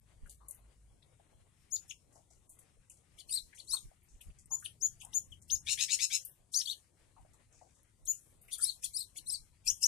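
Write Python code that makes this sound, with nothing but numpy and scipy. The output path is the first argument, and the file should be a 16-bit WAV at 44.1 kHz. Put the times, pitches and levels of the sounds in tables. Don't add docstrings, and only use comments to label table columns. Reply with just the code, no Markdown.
import sys
import numpy as np
from scipy import signal
from scipy.fft import rfft, irfft, next_fast_len
from scipy.io import wavfile
from scipy.ndimage import uniform_filter1d

SR = 44100
rng = np.random.default_rng(int(sys.argv[2]) if len(sys.argv) > 2 else 0)


def invert_db(x):
    u = np.asarray(x, float) / 20
    return 10 ** u


def file_out(sig):
    cols = np.atleast_2d(sig).T
    lim = np.clip(cols, -1, 1)
    pcm = np.round(lim * 32767).astype(np.int16)
    wavfile.write(sys.argv[1], SR, pcm)


N = 435266
TOP_HZ = 15740

# share (0-1 of length), pitch_ratio, level_db, overtone_db
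WHISTLE_SHAPE = [(0, .72, -30, 10), (.1, .84, -19, 8), (.2, .93, -9, 4), (.35, .962, -3, 0),
                 (.82, 1.0, 0, 0), (.88, .95, -10, 9), (1, .78, -24, 16)]
SWOOP_SHAPE = [(0, .38, -34, 22), (.2, .45, -21, 29), (.29, .62, -14, 26), (.36, .81, -3, 3),
               (.5, .855, -1.5, -1), (.79, .885, -7, 0), (.87, 1.0, 1.5, -20), (1, 0.97, -6, 5)]
SLIDE_SHAPE = [(0, .36, -32, 22), (.12, .5, -20, 24), (.2, .66, -8, 14), (.28, .83, -3, -6),
               (.45, .9, 0, -2), (.72, 1.0, -2, -8), (1, .96, -9, -8)]
RISE_SHAPE = [(0, .64, -23.5, 4.5), (.2, .73, -11, 2.5), (.45, .82, -6, 5.5), (.74, .88, -4.5, 10),
              (.84, 1.0, 6, -2.5), (1, 0.6, -11, -3.5)]
HOLD_SHAPE = [(0, .88, -8, 0), (.25, 0.93, -8, 0), (.5, 0.99, -1.5, 0), (.8, 1.0, -1, 0),
              (.88, .94, -15, 0), (1, 0.8, -30, 0)]
FALL_SHAPE = [(0, 1.16, -11.5, 4.5), (.3, 1.06, -4, -7), (.55, 1.0, -2, -8.5), (.85, .92, -10, -8),
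              (1, 0.83, -18, 1)]
CHIP_SHAPE = [(0, 0.6, -12.5, -13), (.3, .93, -4, 2), (.45, 0.96, -1, 5.5), (.7, .94, -5.5, 4.5),
              (1, .8, -8, -9.5)]
BUZZ_SHAPE = [(0, .74, -11, -16), (.2, .84, -2, -13), (.45, .97, 0, -4), (.65, 1.0, -2, 2.5),
              (.82, .98, -4.5, 2), (1, .92, -28, -1)]
ARCH_SHAPE = [(0, 0.76, -21.5, -5), (.25, 0.94, -10, 2), (.55, 0.98, -1, -8.5), (.8, .78, 5, -15.5),
              (1, 0.72, -23, -9)]
LEDGE_SHAPE = [(0, .74, -12, 9), (.3, .8, -5, 9), (.68, .85, -8, 8), (.8, .97, 2, -18), (.88, 1.0, 2, -18),
               (.94, .85, -8, -8), (1, .6, -12, -4)]
RAMP_SHAPE = [(0, .7, -9, 6), (.45, .84, -1, 0), (.6, .91, -5, 2), (.69, 1.0, 1, -2), (.8, .86, -11, 0),
              (1, .65, -13, -8)]

# multiple, level_db
PURE = [(1, 0), (2, 0), (3, -15)]
THIN = [(1, 0), (2, 0), (3, -24)]
SHARP = [(1, 0), (2, -13), (3, 0)]
HOLLOW = [(1, 0), (2, 0), (3, -19)]
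CUPPED = [(1, 0), (2, 0), (3, -9)]
STACK = [(2, -18), (3, 3), (4, -4), (5, -14), (6, -3), (7, -9), (8, 4), (9, -1), (10, -13), (11, -13)]
RASP = [(2, -5), (3, -1.5), (4, -1.5), (5, 2.5), (6, -3), (7, -10), (8, -20.5), (9, -24.5), (10, -24)]

# start_s, length_s, pitch_hz, level_db, glide (depth)
WHISTLES = [
    (1.712, .056, 7000, -28, .9),
    (4.506, .057, 7030, -28, .9),
    (4.809, .064, 6920, -25, 1.3),
    (5.134, .055, 6930, -25.5, .95),
    (5.497, .063, 6870, -25, 2.2),
    (8.068, .056, 7000, -26, .9),
]
WHISTLE_OVERTONES = [-22.5, -25, -24.5, -20, -22, -16]
# start_s, level_db
LEADS = [
    (5.13, -43),
    (5.498, -37),
    (8.062, -58),
]
TAILS = [
    (1.756, -38),
    (5.551, -42),
]

# start_s, length_s, level_db, overtone_db, glide
CHIPS = [
    (3.176, 0.044, -56, -3, 1.2),
    (3.572, 0.046, -58.5, -2, 1.2),
    (8.509, 0.053, -47.5, 4, 0.7),
    (8.83, 0.034, -45.5, 5.5, 1.4),
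    (9.157, 0.035, -54, 6, 1.3),
]
CHIP_FALLS = [-44, -44, -43, -42, -46]
# start_s, top_hz, level_db, overtone_db, glide
RISES = [
    (3.285, 5160, -40.5, 1.5, 0.52),
    (3.672, 5580, -40, -3.5, 0.92),
    (8.608, 5620, -38.5, 9.5, 0.99),
    (8.932, 5550, -39.5, 1, .92),
    (9.261, 5540, -39.5, 0.5, .92),
]
# start_s, length_s, pitch_hz, level_db, overtone_db
HOLDS = [
    (3.323, 0.04, 4180, -36, 7.5),
    (3.715, 0.042, 4330, -33, 5),
    (8.648, 0.048, 4200, -39.5, 2),
    (8.974, 0.046, 4200, -45.5, 11.5),
    (9.303, 0.043, 4200, -47.5, 17.5),
]
# start_s, length_s, pitch_hz, level_db, glide
CROSSES = [
    (3.357, .034, 4200, -28.5, 1),
    (3.757, 0.025, 3790, -39.5, 1.0),
    (8.687, 0.019, 4190, -30, 0.81),
    (9.004, 0.027, 4250, -35, 1.0),
    (9.336, 0.029, 4400, -33, 0.87),
]

# start_s, length_s, pitch_hz, level_db, glide
SWOOPS = [
    (9.663, .046, 6825, -22.5, 1.2),
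    (9.819, 0.048, 6670, -22, 1.1),
]
SLIDES = [
    (6.531, .062, 6700, -26, 1.0),
]
LEDGES = [
    (6.553, .064, 5780, -29.5, 1.0),
]
RAMPS = [
    (6.67, .066, 4480, -32, 1.0),
]
HOOKS = [
    (6.655, 0.011, 4560, -30, 2.3),
]
DROPS = [
    (5.138, 0.033, 4320, -71, 0.49),
    (5.14, 0.028, 8560, -37.5, 0.55),
    (5.318, 0.022, 3050, -47.5, 0.69),
    (6.611, 0.0068, 4370, -29, 2.26),
    (9.861, 0.014, 6000, -35, -.4),
    (9.862, 0.013, 6900, -36, -.3),
]
# start_s, pitch_hz, level_db, overtone_db
SQUEAKS = [
    (1.893, 3530, -50.5, 16),
    (4.642, 3680, -42.5, 10.5),
    (4.997, 3500, -54.5, 8),
]
# start_s, length_s, pitch_hz, level_db
BUZZES = [
    (5.664, 0.089, 1418, -35),
    (5.772, 0.09, 1363, -35.5),
    (5.88, 0.087, 1388, -36.5),
    (5.986, .08, 1360, -37),
    (6.098, 0.083, 1359, -38.5),
]

# frequency_hz, density_db (per Hz)
HAZE_SPECTRUM = [(1060, -77), (1800, -29.5), (3570, -20), (3770, -30.5), (5600, -10.5), (6530, -11.5),
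                 (9190, -7), (14300, -22), (15700, -30)]
# start_s, peak_db, centre_hz, left_minus_right_db
SNAPS = [(0.2674, -64, 10500, 12), (0.2957, -34, 8900, 10), (0.4833, -37, 9760, 21), (0.509, -30, 9800, 19),
         (0.5457, -43, 10900, 12), (2.4942, -52, 10200, 10), (2.589, -50, 10000, 10), (2.897, -50, 9150, 9),
         (3.5548, -55, 8700, 0), (4.0297, -62, 10900, 9), (4.213, -40, 10200, 17), (4.4573, -45, 8720, 21),
         (4.5989, -39, 8240, 14), (5.0492, -35.5, 8700, 16), (5.4171, -57, 9200, 12),
         (6.2496, -32, 12400, 17), (7.8316, -55.5, 10700, 15), (8.0555, -42, 8500, 12),
         (8.2776, -58, 9550, 17), (8.3194, -66, 8590, 9), (8.5809, -39, 8710, 14)]
# start_s, peak_db, centre_hz, t60_s
TICKS = [(0.2625, -59, 9150, 0.34), (0.296, -43, 9000, 0.17), (0.294, -54.5, 4600, 0.22),
         (0.484, -35, 10300, 0.093), (0.5107, -43, 9600, 0.11), (.5457, -53, 10500, .18),
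         (2.124, -59, 7570, 0.41), (2.153, -61.5, 6750, 0.3), (2.303, -56, 7000, 0.3),
         (2.492, -46.5, 8940, 0.24), (2.587, -50.5, 8950, 0.18), (2.897, -45, 8250, 0.22),
         (2.9682, -64, 7200, 0.15), (3.546, -51, 8065, 1), (4.0297, -61, 10900, 0.2),
         (4.084, -60.5, 6860, 0.75), (4.2096, -49.5, 8900, 0.24), (4.386, -48.5, 7600, 0.19),
         (4.458, -55, 9200, 0.06), (4.5965, -46, 9100, 0.22), (5.01, -43.5, 8500, 0.27),
         (5.4165, -51.5, 7850, 0.18), (6.2512, -35.5, 11100, 0.19), (7.21, -67.5, 8640, 0.13),
         (7.3328, -56.5, 8080, 0.16), (7.524, -58.5, 6770, 1), (7.7495, -61, 7410, 0.23),
         (8.051, -47, 9300, 0.84), (8.413, -53.5, 10700, 0.32), (8.4795, -55, 9405, 0.15),
         (8.581, -37, 9250, 0.34)]
# start_s, peak_db, centre_hz, t60_s, left_minus_right_db
KNOCKS = [(0.255, -51, 1450, 0.09, 15), (0.401, -61, 1040, 0.49, 20), (0.578, -70, 790, 0.19, 30),
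          (1.019, -64, 2040, 0.046, 2.5), (1.195, -51, 660, 0.076, 13.5), (2.154, -55.5, 720, 0.21, 25),
          (2.304, -67.5, 704, 0.087, 35), (3.525, -49.5, 1980, 0.11, 18), (3.732, -41, 1136, 0.15, 13),
          (4.205, -50, 2840, 0.085, 16), (4.505, -47, 914, 0.22, 17), (4.621, -44, 1610, 0.077, 9),
          (5.027, -56.5, 837, 0.44, 22), (7.17, -60.5, 860, 0.21, 33), (7.245, -63, 674, 0.21, 22),
          (7.335, -67.5, 954, 0.13, 29.5), (7.611, -54, 692, 0.19, 23), (8.584, -51, 1510, 0.26, 17)]
# start_s, peak_db, centre_hz, t60_s, left_minus_right_db
FAINT_KNOCKS_EARLY = [(0.874, -71, 724, 0.07, 12), (1.115, -58, 525, 0.07, 14), (1.195, -57, 670, 0.07, 9),
                      (1.326, -60, 676, 0.089, 16), (1.395, -62, 538, 0.055, 14), (1.743, -63, 673, 0.07, 12),
                      (1.842, -69, 676, 0.07, 10), (1.908, -39, 2840, 0.08, 14), (2.162, -58, 710, 0.055, 14),
                      (2.308, -67, 762, 0.064, 12), (2.503, -75, 2820, 0.07, 10), (2.584, -61, 2510, 0.083, 15),
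                      (2.768, -61, 501, 0.076, 14), (2.902, -61, 2500, 0.089, 17)]
FAINT_KNOCKS_MIDDLE = [
    (3.913, -57, 670, 0.076, 8),
    (4.018, -68, 2280, 0.07, 7.3),
    (4.151, -69, 2610, 0.07, 8),
    (4.212, -58, 3100, 0.07, 8),
    (4.301, -59, 2700, 0.07, 8),
    (4.507, -58, 890, 0.07, 8),
]
FAINT_KNOCKS_LATE = [
    (7.089, -67, 915, 0.063, 10),
    (7.164, -54.5, 921, 0.07, 10),
    (7.246, -59.5, 660, 0.07, 10),
    (7.336, -66, 921, 0.07, 10),
    (7.612, -51.5, 708, 0.046, 8.4),
    (7.668, -66, 727, 0.07, 10),
    (7.84, -75, 762, 0.089, 10),
    (8.061, -63, 3040, 0.07, 10),
]
# start_s, peak_db,
# centre_hz, t60_s, left_minus_right_db
PEEPS = [
    (1.022, -78.5, 3700, 0.092, 17.5),
    (1.9013, -73, 3096, 0.17, 9),
    (3.292, -68, 2750, 0.1, 4),
    (5.0136, -67, 3010, 0.11, 11),
    (8.06, -76.5, 3190, 0.17, 15),
    (8.1224, -75.5, 2710, 0.12, 6),
    (8.4808, -73.5, 2420, 0.27, 12),
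    (9.705, -66, 3200, .1, 10),
    (6.612, -60, 3300, .08, 9),
    (4.645, -70.5, 4660, 0.18, 9),
]
# frequency_hz, density_db (per Hz)
LEAF_SPECTRUM = [(88, -45.5), (150, -24.5), (258, -9.5), (595, -13.5), (722, -15.5), (1450, -20.5),
                 (2140, -17.5), (2600, -20.5), (5330, -25.5), (8830, -16), (10700, -22.5), (13300, -39),
                 (15500, -64.5)]
# low_hz, high_hz
RUSTLE_BANDS = [(130, 410), (400, 1000), (1000, 4000)]
# time_s, level_db
BREEZE = [(0.0, -72.5), (0.71, -74.5), (1.07, -74), (2.86, -76), (3.08, -75), (4.18, -75), (4.26, -72.5),
          (5.72, -65.5), (6.02, -77.5), (7.39, -75.5), (8.69, -75.5), (9.87, -71)]
# peak_s, lift_db
GUSTS = [(0.242, 24), (1.349, 11), (3.16, 7), (3.4, -3), (3.722, 18.5), (3.86, 29), (4.152, 27.5),
         (4.287, 25), (4.54, 7), (4.74, 9), (4.94, 10), (5.319, 13.5), (5.549, 23), (6.429, 14.5),
         (7.229, 17.5), (7.68, 5), (8.03, 14.5), (9.419, 14), (9.701, 23)]


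def song():
    hoarse = slurred_phrase() + free_notes() + squeaks() + buzzes()
    throat = signal.butter(6, 1600, "high", fs=SR, output="sos")
    return whistles(), signal.sosfilt(throat, hoarse)


def whistles():
    notes = [voiced([note], over_db)[0] for note, over_db in zip(WHISTLES, WHISTLE_OVERTONES)]
    return sing(WHISTLE_SHAPE, notes, THIN, rough=.13, rough_hz=120, knee=.9)


def slurred_phrase():
    chips = [(s, length, 1226, db, over_db, glide) for s, length, db, over_db, glide in CHIPS]
    rises = [(s, .048, hz, db, over_db, glide) for s, hz, db, over_db, glide in RISES]
    holds = [(*hold, .96) for hold in HOLDS]
    falls = [(chip[0] + .025, .012, 4200, db, -12.5, 1) for chip, db in zip(CHIPS, CHIP_FALLS)]
    falls += voiced(CROSSES, over_db=-8)
    falls += [(s, .013, 4050, db, -51 - db, -3.0) for s, db in LEADS]
    falls += [(s, .012, 4900, db, -60 - db, 2.1) for s, db in TAILS]
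    return (sing(CHIP_SHAPE, chips, STACK, upper_count=5, rough=.42, rough_hz=220)
            + sing(RISE_SHAPE, rises, THIN, rough=.3, rough_hz=120)
            + sing(HOLD_SHAPE, holds, PURE, rough=.3, rough_hz=120)
            + sing(FALL_SHAPE, falls, THIN, rough=.3, rough_hz=120))


def free_notes():
    swoop_db, warble_db, drop_db = -16, -14, -12.5
    return (sing(SWOOP_SHAPE, voiced(SWOOPS, swoop_db), HOLLOW, rough=.3, rough_hz=150)
            + sing(SLIDE_SHAPE, voiced(SLIDES, swoop_db), HOLLOW, rough=.35, rough_hz=200)
            + sing(LEDGE_SHAPE, voiced(LEDGES, warble_db), THIN, rough=.4, rough_hz=200)
            + sing(RAMP_SHAPE, voiced(RAMPS, warble_db), CUPPED, rough=.4, rough_hz=120)
            + sing(HOLD_SHAPE, voiced(HOOKS, drop_db), PURE, rough=.3, rough_hz=120)
            + sing(FALL_SHAPE, voiced(DROPS, drop_db), THIN, rough=.3, rough_hz=120))


def squeaks():
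    notes = [(s, .026, hz, db, over_db, 1.05) for s, hz, db, over_db in SQUEAKS]
    return (sing(ARCH_SHAPE, notes[::2], THIN, rough=.5, rough_hz=300)
            + sing(ARCH_SHAPE, notes[1:2], SHARP, rough=.45, rough_hz=300))


def buzzes():
    notes = [(*row, 1.5 + 1.02 * k, .88) for k, row in enumerate(BUZZES)]
    beat_hz = 270 * (1 + .4 * drift(60))
    throb = 1 + .5 * np.sin(2 * np.pi * np.cumsum(beat_hz) / SR)
    return throb * sing(BUZZ_SHAPE, notes, RASP, upper_count=4, rough=.52, rough_hz=320)


def voiced(notes, over_db):
    return [(s, length, hz, db, over_db, glide) for s, length, hz, db, glide in notes]


def sing(shape, syllables, partials, rough, rough_hz, upper_count=2, knee=0.17):
    out = np.zeros(N)
    share, ratio, shape_db, bright_db = np.transpose(shape)
    flutter = 1.8 * np.tanh(drift(rough_hz) / 1.5)
    for s, length, hz, level_db, over_db, glide in syllables:
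        at = round(s * SR)
        u = np.arange(min(round(length * SR), N - at)) / (length * SR)
        bend = np.interp(u, share, ratio)
        pitch_hz = hz * bend * np.maximum(bend, knee) ** (glide - 1)
        phase = 2 * np.pi * np.cumsum(pitch_hz) / SR
        edge = np.clip(np.minimum(u, 1 - u) * 20, 0, 1)
        for row, (_, partial_db) in enumerate(partials):
            k = row + round(partials[0][0])
            db = level_db + partial_db + np.interp(u, share, shape_db)
            if k >= upper_count:
                db = db + over_db + np.interp(u, share, bright_db)
            shake = np.roll(flutter, -at - 997 * k)[:len(u)]
            audible = np.gradient(phase) * k < 2 * np.pi * TOP_HZ / SR
            level = np.sqrt(2) * invert_db(db) * edge * audible * (1 + rough * shake)
            wave = np.sin(k * phase + k * k + 1.4 * rough * shake[::-1])
            out[at:at + len(u)] += level * wave
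    return out


def haze(clear, hoarse):
    power = uniform_filter1d((invert_db(-9.0) * clear + hoarse) ** 2, round(0.041 * SR))
    fade = np.exp(-1 / (0.027 * SR))
    power = power + 0.29 * signal.lfilter([1 - fade], [1, -fade], power)
    noise = coloured(HAZE_SPECTRUM, channels=2) * np.sqrt(np.maximum(power, 0))
    return panned(noise, 8.0) * invert_db(-13.0)


def ports(x):
    treble = signal.sosfilt(signal.butter(2, 9000, "high", fs=SR, output="sos"), x)
    return np.array([np.roll(x, 1), invert_db(-11) * (x + 0.8 * treble)])


def roof(x):
    t = np.arange(SR // 2) / SR
    decay = invert_db(-60 * t / 0.14) + invert_db(7.0 - 60 * t / 0.018)
    tail = rng.standard_normal((2, len(t))) * decay * np.clip(t / 0.0043, 0, 1)
    tail = tail / np.sqrt(np.sum(tail ** 2) / 2)
    return signal.fftconvolve(x[None], tail, axes=1)[:, :N]


def cage():
    tick_events = [(*tick, 14.5) for tick in TICKS]
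    snap_events = [(s, db, hz, .03, left_db) for s, db, hz, left_db in SNAPS]
    tap_events = FAINT_KNOCKS_EARLY + FAINT_KNOCKS_MIDDLE + FAINT_KNOCKS_LATE
    ticks = contacts(tick_events, 0.29, grain_db=2.0, rise_s=0.002, trim_db=-7.5)
    snaps = contacts(snap_events, 0.18, grain_db=5.5, rise_s=0.0004, trim_db=-9.5)
    knocks = contacts(KNOCKS, 0.22, grain_db=2.5, rise_s=0.0077, trim_db=-5.5)
    taps = contacts(tap_events, 0.21, grain_db=3.0, rise_s=0.003, trim_db=-5.0)
    return ticks + snaps + knocks + taps


def contacts(events, octaves, grain_db, rise_s, trim_db):
    out = np.zeros((2, N))
    white = rng.standard_normal((2, N)) * invert_db(grain_db * drift(300))
    white[1] = 0.5 * white[0] + 2.23 * white[1]
    for s, peak_db, hz, t60, left_db in events:
        at = round(s * SR)
        t = np.arange(min(SR // 3, N - at)) / SR
        burst = rms_one(band(white[:, at:at + len(t)], hz * 2 ** -octaves, hz * 2 ** octaves))
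        fade = np.clip(t / rise_s, 0, 1) * invert_db(peak_db + trim_db - 60 * t / max(t60, .01))
        out[:, at:at + len(t)] += burst * fade * invert_db(np.array([[.5], [-.5]]) * left_db)
    return out


def soft_peeps():
    return contacts(PEEPS, 0.16, grain_db=0.0, rise_s=0.0043, trim_db=17.0)


def leaves():
    shared, left, right = coloured(LEAF_SPECTRUM, channels=3)
    hiss = rms_one(np.array([left, right]) + 0.6 * shared)
    for low_hz, high_hz in RUSTLE_BANDS:
        swing = invert_db(7 * np.tanh(drift(7.8)) - 1.5)
        hiss = hiss + band(hiss, low_hz, high_hz, order=1) * (swing - 1)
    return panned(hiss, 7.5) * invert_db(-72.5 + 0.4 + 1.0 * drift(5.0))


def wind():
    t = np.arange(N) / SR
    white = rng.standard_normal((3, N))
    gust_s = 0.029
    breeze_db = np.interp(t, *np.transpose(BREEZE))
    lifts = [lift_db * np.clip(1 - np.abs(t[::64] - s) / (2 * gust_s), 0, 1) for s, lift_db in GUSTS]
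    gust_db = np.interp(t, t[::64], np.max(lifts, axis=0))
    buffet = rms_one(band(white[:2] + 0.36 * white[2], 18, 55))
    buffet = buffet * invert_db(breeze_db + gust_db + 4.6 * drift(8))
    rumble = rms_one(band(white[:2] + 3.8 * white[2], 44, 124.3))
    rumble = rumble * invert_db(3.5 + breeze_db + 0.097 * gust_db)
    return buffet + panned(rumble, 6.0) * invert_db(3.0)


def motor():
    hz = 53.1
    hum = rms_one(band(rng.standard_normal(N), hz * .94, hz / .94))
    return hum * invert_db(-65.5) * np.clip((1 - np.arange(N) / SR) * 10, 0, 1)


def at_hz(points, hz):
    known_hz, level_db = np.transpose(points)
    return np.interp(np.log(hz), np.log(known_hz), level_db)


def rms_one(x):
    return x / np.sqrt(np.mean(x ** 2) + 1e-20)


def band(x, low_hz, high_hz, order=2):
    edges_hz = [low_hz, min(high_hz, .45 * SR)]
    return signal.sosfilt(signal.butter(order, edges_hz, "band", fs=SR, output="sos"), x)


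def drift(rate_hz):
    r = np.exp(-2 * np.pi * rate_hz / SR)
    walk = signal.lfilter([1], [1, -2 * r, r * r], rng.standard_normal(N + SR))
    return rms_one(walk[SR:])


def coloured(spectrum, channels):
    size = next_fast_len(N + N % 2, real=True)
    hz = np.maximum(np.fft.rfftfreq(size, 1 / SR), 1)
    bins = rfft(rng.standard_normal((channels, size))) * invert_db(at_hz(spectrum, hz))
    return rms_one(irfft(bins, size)[:, :N])


def panned(x, left_db):
    return x * np.array([[1], [invert_db(-left_db)]])


def scene():
    clear, hoarse = song()
    bird = clear + hoarse
    near = ports(bird) + panned(roof(bird), 9.9) * invert_db(-5.5)
    background = soft_peeps() + leaves() + wind() + motor()
    return near + haze(clear, hoarse) + cage() + background


def starved(x, depth_db, tilt_db, chance_db, startle, spare_db):
    hz, _, cells = signal.stft(x, SR, "cosine", 2048)
    treble = np.abs(cells[:, (hz > 2500) & (hz < TOP_HZ)])
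    treble_db = 40 * np.log10(np.mean(treble ** .5, axis=1) + 1e-20) + 33
    jump_db = np.clip(np.diff(treble_db, prepend=0), 0, 15)
    treble_db = np.maximum(treble_db, np.roll(treble_db, 2, axis=1) - 8)
    edges = np.searchsorted(hz, 300 * 1.13 ** np.arange(34))
    luck = uniform_filter1d(rng.standard_normal((len(edges), cells.shape[2])), size=3) * np.sqrt(3)
    for k, (low, high) in enumerate(zip(edges, edges[1:])):
        band_db = 10 * np.log10(np.sum(np.abs(cells[:, low:high]) ** 2, axis=1) + 1e-20)
        margin_db = band_db - treble_db + depth_db - tilt_db * min(k, 46 - k)
        margin_db = margin_db - startle * jump_db + chance_db * luck[k]
        margin_db = margin_db + spare_db * np.clip((k - 17) / 4, 0, 1)
        coarse_db = 3.2 * luck[k] * (band_db < treble_db - 14)
        drop_db = -28 * np.clip(.5 - margin_db / 3, 0, 1)
        cells[:, low:high] *= invert_db(drop_db + coarse_db)[:, None]
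    return signal.istft(cells, SR, "cosine", 2048)[1][:, :N]


def band_limit(x):
    return signal.sosfilt(signal.butter(12, 15740, fs=SR, output="sos"), x)


def record(dry):
    thin = starved(dry, depth_db=50.5, tilt_db=1.1872, chance_db=6.5, startle=0.58, spare_db=6.5)
    top_cut = signal.cheby2(10, 60, TOP_HZ + 250, fs=SR, output="sos")
    mix = signal.sosfilt(top_cut, thin)
    return band_limit(mix)


dry = scene()
out = record(dry)
file_out(out)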